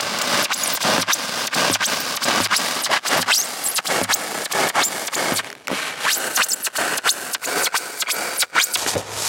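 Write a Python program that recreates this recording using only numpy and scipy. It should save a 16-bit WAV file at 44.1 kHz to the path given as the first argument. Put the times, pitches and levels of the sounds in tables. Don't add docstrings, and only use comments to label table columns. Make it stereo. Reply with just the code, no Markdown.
import sys
import numpy as np
from scipy import signal
from scipy.fft import rfft, irfft, next_fast_len
from scipy.io import wavfile
from scipy.ndimage import uniform_filter1d

SR = 44100
rng = np.random.default_rng(int(sys.argv[2]) if len(sys.argv) > 2 else 0)


def master(y):
    cut = np.clip(np.atleast_2d(y).T, -1, 1)
    pcm = np.round(cut * 32767)
    wavfile.write(sys.argv[1], SR, pcm.astype(np.int16))


N = 409248
TIME = np.arange(N) / SR
BINS = np.fft.rfftfreq(4096, 1 / SR)

# start t/s,
# speeding-up time/s, end t/s, slowing-down time/s, rasp setting off level/dB, squeal gaining speed level/dB,
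# squeal stopping level/dB, scrape early, midway and late level/dB, crunch over scrape/dB, hiss over scrape/dB
STROKES = [(0, 0.012, 0.46, 0.027, -20, -21, -20, -28, -28, -18, -4, -2),
           (0.503, 0.044, 0.779, 0.025, -18.5, -21.5, -24.0, -32.0, -30.5, -23.5, -5.0, 3.5),
           (0.804, 0.03, 1.033, 0.023, -26.5, -19.5, -19.5, -20.5, -22.0, -20.0, -1.5, -2.5),
           (1.086, 0.058, 1.481, 0.014, -17.0, -18.0, -21.0, -29.5, -31.0, -26.0, -4.0, 0.5),
           (1.53, 0.022, 1.76, 0.039, -21.5, -20.0, -17.5, -22.5, -21.5, -19.5, -1.5, -2.0),
           (1.808, 0.058, 2.177, 0.015, -18.5, -19.5, -20.5, -23.0, -30.5, -27.5, -5.0, 1.0),
           (2.214, 0.034, 2.466, 0.039, -24.0, -19.0, -19.5, -20.5, -23.0, -17.5, -3.0, -2.5),
           (2.51, 0.071, 2.871, 0.042, -17, -18.0, -20.0, -23.5, -27.5, -25.5, -5.0, 0.5),
           (3.05, 0.039, 3.234, 0.029, -23.5, -20.0, -21.0, -20.0, -19.5, -18.5, -3.5, -4.0),
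           (3.28, 0.081, 3.792, 0.041, -17, -16, -18, -34, -35, -32, -5, 3),
           (3.849, 0.032, 4.049, 0.017, -29.5, -21.5, -20.5, -22.5, -24.0, -23.0, -1.5, -3.0),
           (4.096, 0.05, 4.465, 0.024, -17.0, -17.5, -23.5, -30.5, -33.0, -27.5, -1.5, 0.0),
           (4.511, 0.018, 4.704, 0.021, -24.0, -20.0, -22.0, -25.0, -21.5, -19.5, -2.0, -4.5),
           (4.777, 0.077, 5.086, 0.02, -19, -22, -22.5, -32, -32.5, -31.0, -1.5, 2.0),
           (5.126, 0.031, 5.402, 0.054, -25.5, -21.5, -20.5, -24.0, -24.0, -21.0, -1.5, -3.0),
           (6.049, 0.101, 6.381, 0.032, -19.0, -18.0, -17.0, -27.0, -26.5, -30.0, -3.0, -1.0),
           (6.391, 0.056, 6.676, 0.039, -15, -19, -19, -38, -38, -37, -4, 1),
           (6.752, 0.025, 6.987, 0.015, -26.0, -20.5, -18.5, -21.0, -25.5, -23.0, -5.0, -5.0),
           (7.056, 0.056, 7.353, 0.023, -16, -16, -19.5, -34.5, -33.0, -32.0, -4.0, 0.0),
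           (7.428, 0.034, 7.678, 0.06, -28.0, -22.5, -19.0, -26.0, -25.0, -17.0, -2, -2.0),
           (7.741, 0.042, 8.03, 0.035, -16.5, -19.0, -20.0, -33.0, -35.0, -34.0, -4.5, 0.5),
           (8.083, 0.04, 8.434, 0.049, -22.0, -19.0, -16.0, -29.0, -28.0, -30.0, -2.5, -1.0),
           (8.556, 0.092, 8.763, 0.031, -16.0, -18.5, -17.5, -38.0, -32.5, -30.5, -5.0, -2.5)]
# start t/s, end t/s, start f/Hz, middle f/Hz, end f/Hz,
# first half level/dB, second half level/dB
CHIRPS = [(0.186, 0.195, 9000, 3920, 2590, -23, -23), (.215, 0.224, 3600, 5530, 8950, -17.5, -23),
          (0.566, 0.68, 10300, 10290, 11500, -29.5, -33), (0.63, 0.654, 7400, 6070, 4940, -20, -28),
          (0.669, 0.68, 8750, 8450, 10000, -26, -17.5), (.723, 0.762, 16200, 15100, 10900, -19, -27),
          (2, 2.025, 14800, 14500, 13600, -23, -37), (2.893, 2.939, 560, 760, 1230, -20.5, -33),
          (2.933, 2.978, 754, 1540, 750, -23, -27), (3.168, 3.187, 14470, 11980, 11510, -32, -31),
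          (3.288, 3.32, 1047, 1280, 1870, -28, -21), (3.355, 3.417, 4200, 5920, 6540, -18.5, -18.5),
          (3.418, 3.461, 5130, 7600, 8430, -25.5, -28), (3.637, 3.677, 12900, 8260, 7890, -23.5, -18),
          (3.677, 3.72, 8150, 10900, 12000, -20, -28), (4.745, 4.778, 920, 1007, 1460, -28, -20),
          (4.775, 4.817, 736, 1070, 2270, -16.5, -27), (4.832, 4.887, 6440, 7330, 7120, -20.5, -24),
          (6.071, 6.103, 1530, 1767, 2200, -24, -28), (6.142, 6.186, 2180, 8960, 15400, -29, -24),
          (6.485, 6.524, 11550, 6700, 5080, -23.5, -20), (6.52, 6.543, 3800, 6650, 8000, -22, -16.5),
          (7.108, 7.13, 8100, 10540, 13000, -24, -25.5), (8.118, 8.152, 9600, 11700, 13200, -25, -29),
          (8.061, 8.125, 2115, 2300, 2330, -29.5, -33), (8.551, 8.593, 1288, 1385, 1620, -27, -16)]
STICK_HZ, SET_OFF_HZ, BRAKE_HZ = 1001.7, 8210, 10330


def amp(db):
    return 10 ** (np.asarray(db) / 20)


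def evened(x):
    return x / np.sqrt(np.mean(x ** 2) + 1e-20)


def read(points, hz):
    f, value = np.transpose(points)
    return np.interp(np.log(hz + 1), np.log(f + 1), value)


def add(mix, s, sound):
    part = mix[max(round(s * SR), 0):][:len(sound)]
    part += sound[:len(part)]


def power(x, seconds):
    size = max(int(seconds * SR), 1)
    once = uniform_filter1d(x ** 2, size)
    return abs(uniform_filter1d(once, size)) + 1e-14


def wander(count, hz):
    at = np.arange(count) * hz / SR
    knots = rng.standard_normal(int(at[-1]) + 2)
    return np.interp(at, np.arange(len(knots)), knots) * np.sqrt(3 / 2)


def colour(x, gain):
    both_sides = np.r_[gain, gain[-2:0:-1]]
    log_gain = np.log(np.maximum(both_sides, 1e-5))
    taps = np.fft.ifft(np.exp(np.conj(signal.hilbert(log_gain)))).real
    return signal.oaconvolve(x, taps)[:len(x)]


def split(x):
    size = next_fast_len(N)
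    z, hz = rfft(x, size), np.fft.rfftfreq(size, 1 / SR)
    low = 1 / (1 + (hz / 800) ** 6)
    middle = 1 / (1 + (hz / 3200) ** 6)
    return [irfft(z * band, size)[:N] for band in (low, middle - low, 1 - middle)]


def ripple(x, echo_db, reach_s=.007, count=7):
    out = np.zeros(N)
    for k in range(count):
        taps = np.zeros(int(reach_s * SR) + 40)
        taps[rng.integers(30, len(taps), size=12)] = rng.choice([-1, 1], size=12)
        near = np.sqrt(np.maximum(1 - abs(np.linspace(0, count - 1, N) - k), 0))
        out += near * signal.oaconvolve(x, taps / np.linalg.norm(taps))[:N]
    treble = signal.sosfilt(signal.butter(1, 1200, "high", fs=SR, output="sos"), out)
    return (x + amp(echo_db) * treble) / np.sqrt(1 + amp(echo_db) ** 2)


def background(air_db=-56.5, drone_hz=106.7, drone_db=-44.5):
    # f/Hz, level per Hz/dB, before evening
    air_spectrum = [(20, 7), (50, -15), (110, -5), (300, -8), (1000, -35), (4000, -10), (16000, -33)]
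    drone = evened(np.sin(2 * np.pi * drone_hz * TIME)) * amp(drone_db + 1.5 * wander(N, 15))
    air = evened(colour(rng.standard_normal(N), amp(read(air_spectrum, BINS))))
    return amp(air_db) * air + drone * np.interp(TIME, [8.8, 9.0], [0, 1])


def knocks(level_db=-2.0, boom_db=3., boom_hz=104, boom_t60=0.33):
    # t/s, ring peak level/dB, boom of the whole sheet level/dB
    blow_table = [(0.983, -4.5, -35), (1.702, -6.5, -31.5), (2.404, -7.5, -30.5), (3.19, -8.5, -37),
                  (4.015, -6, -32.5), (5.322, -12, -34.5), (5.715, -7.5, -49), (8.954, -7.5, -27)]
    # f/Hz, level/dB, time to fall 60 dB/s
    mode_table = [(184.7, -6, 0.15), (264, -2.5, 0.12), (306, -5.5, 0.053), (414, -11, 0.06),
                  (551, -5, 0.12), (625, -14, 0.023), (880, -20, .05)]
    out, t = np.zeros(N), np.arange(SR // 2) / SR
    for s, db, sheet_db in blow_table:
        ring = np.zeros(len(t))
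        for hz, mode_db, t60 in mode_table:
            struck_hz = hz * rng.uniform(0.92, 1.04)
            ring += amp(mode_db - 60 * t / t60) * np.cos(2 * np.pi * struck_hz * t)
        boom = amp(sheet_db + boom_db - 60 * t / boom_t60) * np.sin(2 * np.pi * boom_hz * t)
        add(out, s, amp(db + level_db) * ring / abs(ring).max() + boom)
    return out


def snaps(t60=0.011, octaves=1.78):
    # t/s, peak level/dB, centre f/Hz
    snap_table = [(0.98, -5, 1100), (1.699, -5, 635), (2.402, -7, 616), (2.472, -12, 1560),
                  (2.916, -7, 856), (2.929, -12, 1550), (3.193, -5, 1200), (3.245, -31, 2220),
                  (3.26, -26, 1060), (4.014, -9, 519), (4.805, -9, 1740), (4.816, -12, 746),
                  (5.321, -6, 390), (5.445, -18, 1660), (5.502, -17, 1650), (5.528, -18, 1640),
                  (5.552, -22.5, 1620), (5.572, -37, 1660), (5.672, -12, 1810), (5.681, -8, 1210),
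                  (5.703, -15, 900), (5.73, -10.5, 417), (8.773, -9, 8790), (8.863, -10.5, 520),
                  (9.105, -34, 571)]
    out, t = np.zeros(N), np.arange(len(BINS)) / SR
    for s, db, hz in snap_table:
        burst = rng.standard_normal(len(t)) * amp(-60 * t / t60)
        distance = np.log2((BINS + 1) / hz) / octaves
        crack = colour(burst, 1 / (1 + distance ** 2) ** 2)
        add(out, s, amp(db) * crack / abs(crack).max())
    return out


def rising(t, start, rise):
    run_up = np.maximum(t - start, 0) / rise
    return STICK_HZ + (SET_OFF_HZ - STICK_HZ) * run_up ** 2.25


def falling(t, end, fall):
    return STICK_HZ + (BRAKE_HZ - STICK_HZ) * np.maximum(end - t, 0) / fall


def squeak(start, end, hz0, hz1, hz2, db0, db1, jitter=0.0353, loose_hz=2400, shimmer_db=4.5,
           overtone_db=-12.5, fall_db=-9.0, rival_db=-7.5, rival_ratio=1.32, spray_db=-16.0, spray_hz=1800):
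    u = np.linspace(0, 1, max(int((end - start) * SR), 64))
    glide = hz0 * (1 - u) * (1 - 2 * u) + 4 * hz1 * u * (1 - u) + hz2 * u * (2 * u - 1)
    glide = np.maximum(glide, 500)
    loose = np.minimum(loose_hz / glide, 1.6)
    rival = rival_ratio * rng.uniform(.9, 1.1)
    tone = np.zeros(len(u))
    for ratio, gain in ((1, 1), (rival, amp(rival_db) * np.sqrt(loose))):
        unsteady = wander(len(u), 1519) + 0.795 * wander(len(u), 284.8)
        hz = glide * ratio * np.exp(jitter * loose * unsteady)
        phase = 2 * np.pi * np.cumsum(hz) / SR
        spray = amp(spray_db) * loose * wander(len(u), spray_hz)
        slips = np.sin(phase) + spray * np.cos(phase)
        for k in range(2, 5):
            overtone = amp(overtone_db + fall_db * np.log2(k - 1) + shimmer_db * wander(len(u), 224))
            slips += overtone * np.sin(k * phase) * (k * hz < SR / 2)
        tone += gain * slips * (hz < SR / 2) * amp(shimmer_db * wander(len(u), 451.0))
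    level = amp(np.interp(u, [1 / 4, 3 / 4], [db0, db1]))
    return start, level * evened(tone) * signal.windows.tukey(len(u), .2)


def squeaks(low_db=-1.5, high_db=0.5, clean_db_per_octave=2.5, brake_high_db=-8.0, brake_low_db=-2.0,
            rise_reach=1.06, fall_reach=1.3):
    out = np.zeros(N)
    for start, rise, end, fall, rasp_db, squeal_db, stop_db, *_ in STROKES:
        clean = clean_db_per_octave * min(np.log2(rise / .05), 0)
        t = start + rise_reach * rise * np.array([0, .5, 1])
        levels = rasp_db + low_db + clean, squeal_db + high_db + clean
        add(out, *squeak(t[0], t[-1], *rising(t, start, rise), *levels))
        t = end - fall_reach * fall * np.array([1, .5, 0])
        levels = stop_db + brake_high_db, stop_db + brake_low_db
        add(out, *squeak(t[0], t[-1], *falling(t, end, fall), *levels))
    for chirp in CHIRPS:
        add(out, *squeak(*chirp))
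    return out


def contact(t, start, end, grip_db=3, grip_db_per_s=601, let_go_db_per_s=1102):
    creep = np.maximum(start - t, 0)
    before = -grip_db * (creep > 0) - grip_db_per_s * creep
    return before - let_go_db_per_s * np.maximum(t - end, 0)


def sawing():
    # slip rate f/Hz, crunch of the slipping/dB, its grating/dB, its hiss/dB, steady scrape/dB
    speed_table = [(940, -14.5, -5, -13.5, -28), (1540, -15.5, 0, -7, -16), (2780, -37, -2.5, -4.5, -14.5),
                   (5600, -47, -19, 0, -16), (8300, -40, -28, -3, -13), (11340, -33, -25, -13.5, -6),
                   (16300, -35, -25, -15.5, -3.5), (43200, -60, -60, -52, 0.16)]
    # crunch, grating and hiss level/dB
    resting_db = [-55, -52, -55]
    # start t/s, length/s, crunch, grating and hiss level/dB
    judder_table = [(2.91, 0.022, -32, -20.5, -27.5), (2.931, 0.042, -37, -18, -26),
                    (4.758, 0.069, -27, -22.5, -28.5), (6.385, .016, -39, -27, -27)]
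    # t/s, crunch, grating and hiss level/dB
    stall_curve = [(5.426, -45, -43, -51), (5.442, -39, -37, -41), (5.5, -42.5, -39.5, -42),
                   (5.647, -54, -67, -86), (5.693, -32, -32, -41), (5.725, -21, -29.5, -33.5),
                   (5.761, -37.5, -27, -31), (5.887, -38.5, -29, -33), (5.956, -41.5, -35.5, -41.5),
                   (6.055, -38, -28, -28)]
    # t/s, crunch, grating and hiss level/dB
    shift_curve = [(8.769, -42, -36, -27.5), (8.83, -35, -28.5, -26), (8.855, -36, -35.5, -33),
                   (8.865, -22, -22.5, -26.5), (8.892, -35, -29.5, -20), (8.93, -39, -33, -29.5),
                   (8.954, -28, -30.5, -33), (8.962, -12.5, -31, -41), (8.982, -26, -35, -29.5),
                   (9.039, -40, -39.5, -45), (9.201, -35.5, -32.5, -26.5), (9.279, -41, -30, -22)]
    work = amp(resting_db)[:, None] ** 2 * np.ones(N)
    slip_hz, *responses = np.transpose(speed_table)
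    for (start, rise, end, fall, rasp_db, squeal_db, stop_db,
         early_db, mid_db, late_db, crunch_db, hiss_db) in STROKES:
        near = (TIME > start - .06) & (TIME < end + .06)
        t = TIME[near]
        up, down = rising(t, start, rise), falling(t, end, fall)
        log_rate = np.log(np.minimum(up, down))
        *slipping, steady = [np.interp(log_rate, np.log(slip_hz), db) for db in responses]
        setting_off = [[rasp_db], [rasp_db], [squeal_db]]
        slipping = np.array(slipping) + np.where(up < down, setting_off, stop_db)
        push = np.interp(t, np.linspace(start + rise, end - fall, num=3), [early_db, mid_db, late_db])
        steady = steady + push + np.array([[crunch_db], [0], [hiss_db]])
        work[:, near] += (amp(slipping) ** 2 + amp(steady) ** 2) * amp(contact(t, start, end)) ** 2
    for start, length, *bands in judder_table:
        fade_db = np.maximum(contact(TIME, start, start + length), -100)
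        work += np.outer(amp(bands), amp(fade_db)) ** 2
    for start, end, _, hz, _, *halves in CHIRPS:
        near = (TIME > start) & (TIME < end)
        band = np.searchsorted([800, 3200], hz)
        work[band, near] += amp(np.linspace(*halves, num=near.sum()) - 2) ** 2
    for curve in (stall_curve, shift_curve):
        s, *bands = np.transpose(curve)
        near = (TIME > s[0] - .06) & (TIME < s[-1] + .06)
        t = TIME[near]
        fade_db = contact(t, s[0], s[-1])
        work[:, near] += amp([np.interp(t, s, db) + fade_db for db in bands]) ** 2
    return 10 * np.log10(work)


def cells(effort_db, crunch_db, per_s=2600, usual_db=-22.5, thinning=.3, spread_db=2.5, rub_db=2.5,
          rub_slope=0.19, clump_db=1.37, clump_hz=330):
    rate = per_s * np.minimum(amp(2 * thinning * (effort_db - usual_db)), 1)
    sizes = amp(spread_db * np.minimum(rng.exponential(1, N), 4.5)) * rng.choice([-1, 1], N)
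    bursts = evened(sizes * (rng.random(N) < rate / SR) / np.sqrt(rate))
    rub = amp(rub_db - rub_slope * (crunch_db - effort_db + 6.5)) * np.sqrt(rate / per_s)
    mix = (bursts + rub * rng.standard_normal(N)) / np.sqrt(1 + rub ** 2)
    return mix * amp(clump_db * wander(N, clump_hz))


def sheet(spectrum, peaks, peaks_db):
    rings = 0
    for hz, width, db in peaks:
        rings = rings + amp(db + peaks_db) ** 2 / (1 + (2 * (BINS - hz) / width) ** 2) ** 2
    return np.sqrt(amp(read(spectrum, BINS)) ** 2 + rings)


def board_places():
    # f/Hz, level per Hz/dB
    far, halfway, restart = [(29, -64), (50, -25.5), (203, -3), (398, -7), (572, -1.5), (863, -3),
                             (1100, -2.5), (1360, -6), (1580, 1), (1740, -6.5), (5020, -6), (11100, -19.5),
                             (13500, -28), (14500, -22), (16000, -24)], [(29, -65), (50, -29), (171, 0.5), (428, 2.5), (729, 6), (997, -1),
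                                          (1150, 0), (1910, -1), (2210, -11), (2880, -6.5), (3250, -9.5),
                                          (4790, -10), (5400, -10.5), (9180, -12.5), (16000, -26)], [(29, -46), (50, -35), (145, -14), (229, -17),
                                                           (264, -6), (337, -16), (408, -8), (559, -9),
                                                           (661, -7), (2320, -5.5), (4900, -16),
                                                           (10600, -21), (16000, -37)]
    close, closest, shifted = [(29, -56), (50, -27), (240, -6), (507, -2), (586, -2.5), (661, -1),
                               (1070, -7.5), (1470, -1), (2320, -11.5), (2950, -7.5), (3330, -14),
                               (4240, -8), (4560, -11), (9180, -9), (16000, -21.5)], [(29, -57), (50, -32), (483, -2.5), (842, -5), (1100, -8.5),
                                              (1470, 3), (1780, -8.5), (2270, -6.5), (3250, -14.5),
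                                              (4670, -8), (5670, -11), (8340, -10.5), (12000, -19),
                                              (13800, -19), (16000, -21)], [(29, -46), (50, -4), (98, -4), (246, -7),
                                                               (277, -4.5), (520, 2), (1270, -8.5),
                                                               (1820, -10.5), (2160, -12.5), (6870, -9.5),
                                                               (11700, -20), (16000, -37)]
    # f/Hz, width/Hz, level/dB
    far_peaks, halfway_peaks = [(246, 48, -3), (587, 51, -2.5), (1165, 120, 1), (2870, 110, -8.5),
                                (4950, 970, -8.5)], [(800, 170, -3), (1206, 28, -18), (2200, 185, 1),
                                                   (3360, 33, -1), (3780, 150, -31), (4780, 250, -10),
                                                   (7270, 260, -11)]
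    close_peaks, closest_peaks = [(640, 53, -6), (1560, 220, 0.5), (1940, 61, -9), (2930, 220, -6.5),
                                  (3530, 67, -17), (4330, 54, -7), (6200, 57, -12), (7700, 220, -3),
                                  (9100, 110, -8)], [(517, 51, -2.5), (1470, 150, -10), (2290, 160, 1),
                                                       (3490, 61, -32), (4680, 150, -2), (8300, 380, -4),
                                                       (10200, 32, -11), (10900, 51, -4)]
    boom = [(108, 26, -15.0)]
    return [sheet(far, list(far_peaks) + boom, 0.43), sheet(halfway, list(halfway_peaks) + boom, 0.43),
            sheet(restart, [], 0), sheet(close, close_peaks, -1.5),
            sheet(closest, closest_peaks, -3.5), sheet(shifted, boom, 0.23)]


def scrape(spent, drain=1.0, least=0.12, dull=0.71, top_hz=9000):
    change_times = [2.3, 3.9, 5.35, 5.45, 6.05, 6.2, 7.2, 7.6, 8.74, 8.79]
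    levels = sawing()
    effort_db = 10 * np.log10(sum(amp(db) ** 2 for db in levels))
    drive = cells(effort_db, levels[0])
    place = np.interp(TIME, change_times, np.arange(1, len(change_times) + 1) // 2)
    noise = np.zeros(N)
    for k, gain in enumerate(board_places()):
        nearness = np.maximum(1 - abs(place - k), 0)
        noise += nearness * evened(colour(drive, gain))
    noise = ripple(noise, echo_db=-10.0, count=14)
    mellow = signal.sosfiltfilt(signal.butter(3, top_hz, fs=SR, output="sos"), noise)
    noise = mellow + (noise - mellow) * amp(dull * np.clip(levels[2] - levels[1] + 3, -14, 4))
    trims_db, flutters_db = [-.3, .1, .1], [1.5, 1.1, .4]
    out = np.zeros(N)
    for band, other, db, trim_db, flutter_db in zip(split(noise), split(spent), levels, trims_db, flutters_db):
        work = amp(db + trim_db) ** 2
        share = np.maximum(1 - drain * power(other, 0.0098) / work, least)
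        level = np.sqrt(work * share / power(band, 0.037))
        out += band * level * amp(flutter_db * wander(N, 110))
    return out


def stereo(events, air, side_db=-1.8, echo_db=2.5, echo_s=0.0032):
    # f/Hz, side over middle level/dB
    width_points = [(120, -30), (280, -18), (600, -20), (1300, -15.5), (3000, -10.5), (15000, -8.5)]
    # f/Hz, left over right level/dB
    lean_points = [(1200, 0), (2400, .8), (4400, .2), (8000, 1.6), (14000, -.4)]
    middle = events + scrape(events) + air
    echo = np.interp(TIME - echo_s, TIME, events)
    side = scrape(events) + amp(echo_db) * echo
    side = colour(side, amp(read(width_points, BINS) + side_db))
    side = signal.sosfilt(signal.butter(3, 150, "high", fs=SR, output="sos"), side)
    lean = amp(read(lean_points, BINS) / 2)
    return np.array([colour(middle + side, lean), colour(middle - side, 1 / lean)])


def scene():
    events = ripple(squeaks(), echo_db=-5.0) + snaps() + knocks()
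    return stereo(events, background())


def record(dry, low_cut_hz=74, edge_hz=16100):
    thin = signal.sosfilt(signal.butter(2, low_cut_hz, "high", fs=SR, output="sos"), dry)
    rounded = thin / (1 + (thin / .75) ** 4) ** (1 / 4)
    low_pass = signal.firwin(511, edge_hz, window=("kaiser", 9), fs=SR)
    return signal.oaconvolve(rounded, low_pass[None], "same")


dry = scene()
out = record(dry)
master(out)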